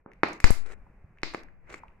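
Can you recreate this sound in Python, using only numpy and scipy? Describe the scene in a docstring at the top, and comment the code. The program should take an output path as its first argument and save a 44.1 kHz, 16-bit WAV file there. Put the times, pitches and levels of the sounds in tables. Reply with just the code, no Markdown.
"""A small room, a wooden table, a stereo microphone close by: a hand kneads slime over dull, quiet room noise.
First the hand bumps the table, a squeeze squelches as a swarm of minute bubbles, and tiny bubbles tick.
Then trapped air pockets burst as sharp pulses, and the slime hollow under the hand rings after each.
Small blasts overload the left channel, which swings back slowly through zero.
Throughout, a gate turns the treble down wherever it is faint."""
import sys
import numpy as np
from scipy import signal
from scipy.fft import rfft, irfft
from scipy.io import wavfile
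from scipy.ndimage import uniform_filter1d

SR = 44100
rng = np.random.default_rng(int(sys.argv[2]) if len(sys.argv) > 2 else 0)


def generate_wav(signal):
    """Clip the signal to [-1, 1] and save it as 16-bit WAV at the path in sys.argv[1]."""
    frames = np.transpose(np.atleast_2d(signal))
    scaled = np.clip(frames, -1, 1) * 32767
    pcm = np.round(scaled).astype(np.int16)
    wavfile.write(sys.argv[1], SR, pcm)


N = 88200
SIZE = 2 ** 17  # transform length in samples, with space for the tails
HZ = np.fft.rfftfreq(SIZE, 1 / SR)
T = np.arange(N) / SR


def amp(db):
    """Decibels to gain."""
    return 10 ** (np.asarray(db) / 20)


def unit(x):
    """Scaled to rms 1."""
    return x / np.sqrt(np.mean(x ** 2))


def along(points, hz=HZ):
    """Read a curve of (frequency, value) points on a log frequency axis."""
    point_hz, value = np.transpose(points)
    return np.interp(np.log(hz + 1), np.log(point_hz), value)


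def filtered(x, response):
    """Sound x passed through a frequency response."""
    return irfft(rfft(x, SIZE) * response, SIZE)[..., :N]


def causal(db):
    """Minimum-phase response: the most compact causal one with this colour in dB."""
    cepstrum = irfft(np.log(amp(db)))
    cepstrum[1:SIZE // 2] *= 2
    cepstrum[SIZE // 2 + 1:] = 0
    return np.exp(rfft(cepstrum))


def resonance(hz, q):
    """One damped mode of peak gain 1."""
    damping = 1j * HZ * hz / q
    return damping / (hz ** 2 - HZ ** 2 + damping)


def pulse(s):
    """Spectrum of a pressure pulse at time s."""
    return np.exp(-2j * np.pi * HZ * s)


def noise(alike, db=0):
    """Coloured stereo noise of rms 1; the mid/side balance sets how alike left and right are."""
    turn = np.arccos(np.clip(along(alike), -1, 1)) / 2
    balance = np.array([np.cos(turn), np.sin(turn)])
    mid, side = filtered(rng.standard_normal((2, N)), amp(db) * balance)
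    return unit(np.array([mid + side, mid - side]))


# colour of the room noise: hz, relative_level_db
BACKGROUND_COLOUR = [(20, 5), (50, 4), (100, -8.5), (180, -8), (300, -17), (500, -17.5), (1000, -22.5),
                     (2400, -25.5), (2800, -35.5), (3300, -35.5), (6000, -34.5), (15000, -41.5)]
# its rms level over time: time_s, level_db (re full scale)
BACKGROUND_LEVEL = [(0, -59), (.05, -75), (.13, -57.5), (.8, -53.5), (1.1, -57), (1.5, -57), (1.6, -59.5),
                    (1.75, -52), (2, -56.5)]
# how alike it is at the two microphone channels: hz, left_right_likeness
BACKGROUND_ALIKE = [(30, 1), (300, 0.87), (1500, .6), (4000, .2), (12000, .1)]


def room_noise():
    """Dull background noise of the room, its level dipping sharply near the start, then wandering."""
    level_db = np.interp(T, *np.transpose(BACKGROUND_LEVEL))
    return amp(level_db) * noise(BACKGROUND_ALIKE, along(BACKGROUND_COLOUR))


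# colour of the direct sound: hz, level_db
DIRECT_COLOUR = [(1500, 0.5), (2500, -3), (5000, 3), (10000, -12)]
# colour of the scatter from hand and table: hz, level_db
SCATTER_COLOUR = [(200, -17), (600, -1.5), (1200, -5.5), (2500, -7.5), (8000, 2)]
# its stereo likeness, held within -1 to 1: hz, left_right_likeness
SCATTER_LIKENESS = [(200, -2.4), (1000, -0.72), (2200, -1), (4000, 0.61)]
SCATTER_DELAY_S, SCATTER_T60_S = 0.0004, 0.023
RIGHT_LAG_S = 0.00005  # the direct sound reaches the left channel first


def near_sound():
    """Direct sound, and the brief decaying scatter from hand and table close to the microphone."""
    arrivals = np.array([pulse(0), pulse(RIGHT_LAG_S)])
    direct = filtered(T == 0, causal(along(DIRECT_COLOUR)) * arrivals)
    scatter = noise(SCATTER_LIKENESS) * amp(-60 * T / SCATTER_T60_S) * (T > SCATTER_DELAY_S)
    return direct + filtered(unit(scatter) / np.sqrt(N), causal(along(SCATTER_COLOUR)))


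# time for the room to fall by 60 dB: hz, decay_s
ROOM_DECAY = [(100, .45), (400, 0.33), (2000, 0.36), (5000, 0.35), (12000, 0.24)]
# colour of the room's tail: hz, level_db
ROOM_COLOUR = [(80, -12.5), (300, -9.5), (1000, -8.5), (2200, -11), (4200, 2.5), (8000, -3.5),
               (13000, -1.5)]
# its stereo likeness: hz, left_right_likeness
ROOM_LIKENESS = [(100, .9), (400, 0.86), (1200, 0.064), (4000, 0)]
ROOM_BUILD_S = 0.015


def room_tail():
    """Reverberation as noise that builds up, then decays at its own rate in each band."""
    hz, t, bands = signal.stft(noise(ROOM_LIKENESS), SR, nperseg=256)
    decay = amp(-60 * t / along(ROOM_DECAY, hz)[:, None])
    tail = signal.istft(bands * decay, SR, nperseg=256)[1][:, :N]
    tail = unit(tail * (1 - np.exp(-T / ROOM_BUILD_S))) / np.sqrt(N)
    return filtered(tail, amp(along(ROOM_COLOUR)))


# echoes off a near surface and a wall: delay_s, level_db
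REFLECTIONS = [(.0023, -15.5), (.0098, -17.5)]


def paths():
    """From one spot on the table to the microphone: near sound, its echoes and the room's tail."""
    echoes = sum(amp(db) * pulse(s) for s, db in REFLECTIONS)
    return filtered(near_sound(), 1 + echoes) + room_tail()


def heard(spectrum):
    """A sound on the table as it reaches the microphone, with freshly drawn scatter and tail."""
    return filtered(paths(), spectrum)


# soft bumps of the hand on the table: start_s, relative_level_db, pitch_hz, dull_above_hz
HAND_BUMPS = [(0.0614, 1, 220, 1300), (.897, -9, 194.4, 300), (1.042, 5, 81, 191), (1.105, -3.5, 123, 218)]
BUMP_Q, SLAP_DB = 1.3, -14


def bumps():
    """The hand meets the table through the slime: the softer the contact, the duller the thud."""
    spectrum = 0
    for start, db, hz, dull_hz in HAND_BUMPS:
        contact = causal(db - 10 * np.log10(1 + (HZ / dull_hz) ** 8))
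        thud = resonance(hz, BUMP_Q)
        slap = amp(SLAP_DB) * resonance(4 * hz, 1)
        spectrum = spectrum + pulse(start) * contact * (thud + slap)
    return heard(spectrum)


# squeezes of the slime: start_s, end_s, level_db (rms re full scale while held), dull_above_hz
SLIME_SQUEEZES = [(0.083, 0.12, -57, 1000), (0.664, 0.734, -51.5, 13200), (1.699, 1.748, -48, 6020),
                  (1.765, 1.79, -55.5, 10000)]
# colour of the squelch: hz, relative_level_db
SQUELCH_COLOUR = [(80, -11.5), (230, -6), (400, 4), (700, -4.5), (1300, -3), (2300, -1), (3300, -15),
                  (5000, -19.5), (7500, -11.5), (11000, -31.5), (16000, -42)]
SQUEEZE_RISE_S, SQUEEZE_FALL_S = 0.02007, 0.012
BUBBLES_PER_S, BUBBLE_SPREAD_DB = 550, 4.5
HISS_DB = -4.5  # relative to the swarm


def squelch():
    """Each squeeze crushes a swarm of minute bubbles over a wet hiss; it swells, holds and stops."""
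    out = np.zeros((2, N))
    for start, end, db, dull_hz in SLIME_SQUEEZES:
        rise = np.minimum(T - start, 0) / SQUEEZE_RISE_S
        fall = np.maximum(T - end, 0) / SQUEEZE_FALL_S
        swell = amp(db) * np.exp(rise - fall)
        bursts = rng.random(N) < BUBBLES_PER_S / SR
        swarm = bursts * amp(BUBBLE_SPREAD_DB * rng.standard_normal(N))
        swarm_heard = unit(heard(rfft(swarm - swarm.mean(), SIZE)))
        wet = swarm_heard + amp(HISS_DB) * noise(ROOM_LIKENESS)
        colour = amp(along(SQUELCH_COLOUR)) / np.sqrt(1 + (HZ / dull_hz) ** 4)
        out += swell * unit(filtered(wet, colour))
    return out


# tiny bubbles: start_s, relative_level_db, pitch_hz, crack_db (relative to the ring)
TINY_BUBBLES = [(0.1174, -14, 1920, -28.5), (.1344, -19.5, 2000, -17), (.2851, 3, 740, -29),
                (0.331, -20.5, 6460, -30.5), (0.4719, 0.5, 1820, -14), (.8662, -16.5, 900, -42),
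                (1.1732, -21, 1683, -24.5), (1.1854, -17, 2250, -36), (1.218, -34.5, 1900, -2.5),
                (1.4343, -20, 1700, -12), (1.4855, -16.5, 1692, -29), (1.7056, -6.5, 497, -38),
                (1.8348, -2.5, 953, -37), (1.8824, -20, 2420, -50)]
TICK_Q, CRACK_DULL_HZ = 2.6, 7500


def ticks():
    """A tiny bubble cracks open and its cavity rings for a few cycles."""
    crack = causal(-20 * np.log10(1 + (HZ / CRACK_DULL_HZ) ** 4))
    spectrum = 0
    for start, db, hz, crack_db in TINY_BUBBLES:
        ring = resonance(hz, TICK_Q) ** 2
        spectrum = spectrum + pulse(start) * amp(db) * (ring + amp(crack_db) * crack)
    return heard(spectrum)


# bursting air pockets: start_s, relative_level_db, thump_db, bite_db, snap_db, fizz_db, left_over_right_db
AIR_POCKETS = [(0.2339, 21.5, 0, -1.5, -9.5, -27, -0.5), (0.4022, -8, -1.5, 10, 3.5, 16, 2),
               (0.4424, 18.5, -2.5, 0.5, -0.5, 3, -3.5), (.5055, -3.5, 0, 5, 1.5, 31.5, -1),
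               (1.2329, 4.5, 5.5, 8.5, 11, -4, 0), (1.3376, -4, -9.5, -6.5, -7.5, 2, 0.5),
               (1.3468, 6, 3.5, -2, -5, -14.5, -0.5), (1.7423, -6.5, -1.5, 7, -2.5, -2.5, 2.5)]
# colour shared by all pops: hz, relative_level_db
SHARED_POP_COLOUR = [(30, -27.5), (100, -11), (180, -4.5), (330, 0), (520, -3), (800, -3), (1180, -4),
                     (1500, -4), (2100, -2.5), (2450, -4), (2750, -11.5), (3200, -20.5), (3900, -18.5),
                     (4900, -17.5), (6000, -22), (7300, -21), (9500, -35.5), (12500, -39.5), (14000, -55.5),
                     (16000, -55.5)]
# the slime hollow under the hand: pitch_hz, q, level_db
HOLLOW_MODES = [(340, 7.4, -7), (1164, 9.8, -5), (2060, 19, -5)]
# where each pop's own tone is set; the middle stays at 0 dB
THUMP_HZ, MID_HZ, BITE_HZ, SNAP_HZ, FIZZ_HZ = 340, 1000, 2200, 4300, 10000


def pops():
    """Each air pocket bursts in one pulse: big ones thump, thin-walled ones snap and fizz; the hollow rings."""
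    out = np.zeros((2, N))
    ring = 1 + sum(amp(db) * resonance(hz, q) for hz, q, db in HOLLOW_MODES)
    for start, db, thump, bite, snap, fizz, pan in AIR_POCKETS:
        tone = along([(THUMP_HZ, thump), (MID_HZ, 0), (BITE_HZ, bite), (SNAP_HZ, snap), (FIZZ_HZ, fizz)])
        burst = causal(db + along(SHARED_POP_COLOUR) + tone)
        out += heard(pulse(start) * ring * burst) * amp([[pan / 2], [-pan / 2]])
    return out


# small blasts on the left channel: start_s, offset (re full scale), recovery_s (until it crosses zero)
LEFT_BLASTS = [(.4427, 0.86, 0.048), (.5055, 0.54, 0.043), (1.2343, -0.027, 0.13)]
OVERLOAD_RISE_S = 0.0002


def overload():
    """The left channel jumps to an offset, then drifts back through zero; each jump starts the drift anew."""
    left = np.zeros(N)
    for start, offset, recovery in LEFT_BLASTS:
        t = np.maximum(T - start, 0)
        jump = 1 - np.exp(-(t / OVERLOAD_RISE_S) ** 2)
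        drift = offset * (1 - t / recovery) * np.exp(-t / recovery)
        left += jump * (drift - left)  # the new drift replaces the old one
    return np.array([left, np.zeros(N)])


def scene():
    """Everything at the microphone, with the left channel's overload."""
    return room_noise() + bumps() + squelch() + ticks() + pops() + overload()


GATE_HZ, GATE_WINDOW_S = 2850, 0.002
GATE_DB, SHUT_DB = -61, -18  # threshold in rms re full scale, and treble gain when fully shut
TOP_HZ = 16200  # band limit


def record(dry):
    """A gate turns the treble down when it is faint; nothing is kept above the band limit."""
    treble = filtered(dry, 1 - 1 / (1 + (HZ / GATE_HZ) ** 20))
    power = uniform_filter1d(np.mean(treble ** 2, axis=0), int(GATE_WINDOW_S * SR))
    power = np.abs(power)  # rounding can leave tiny negatives
    shut = 1 / (1 + (power / amp(GATE_DB) ** 2) ** 2)
    removed = treble * shut * (1 - amp(SHUT_DB))
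    return filtered(dry - removed, HZ < TOP_HZ)


dry = scene()
out = record(dry)
generate_wav(out)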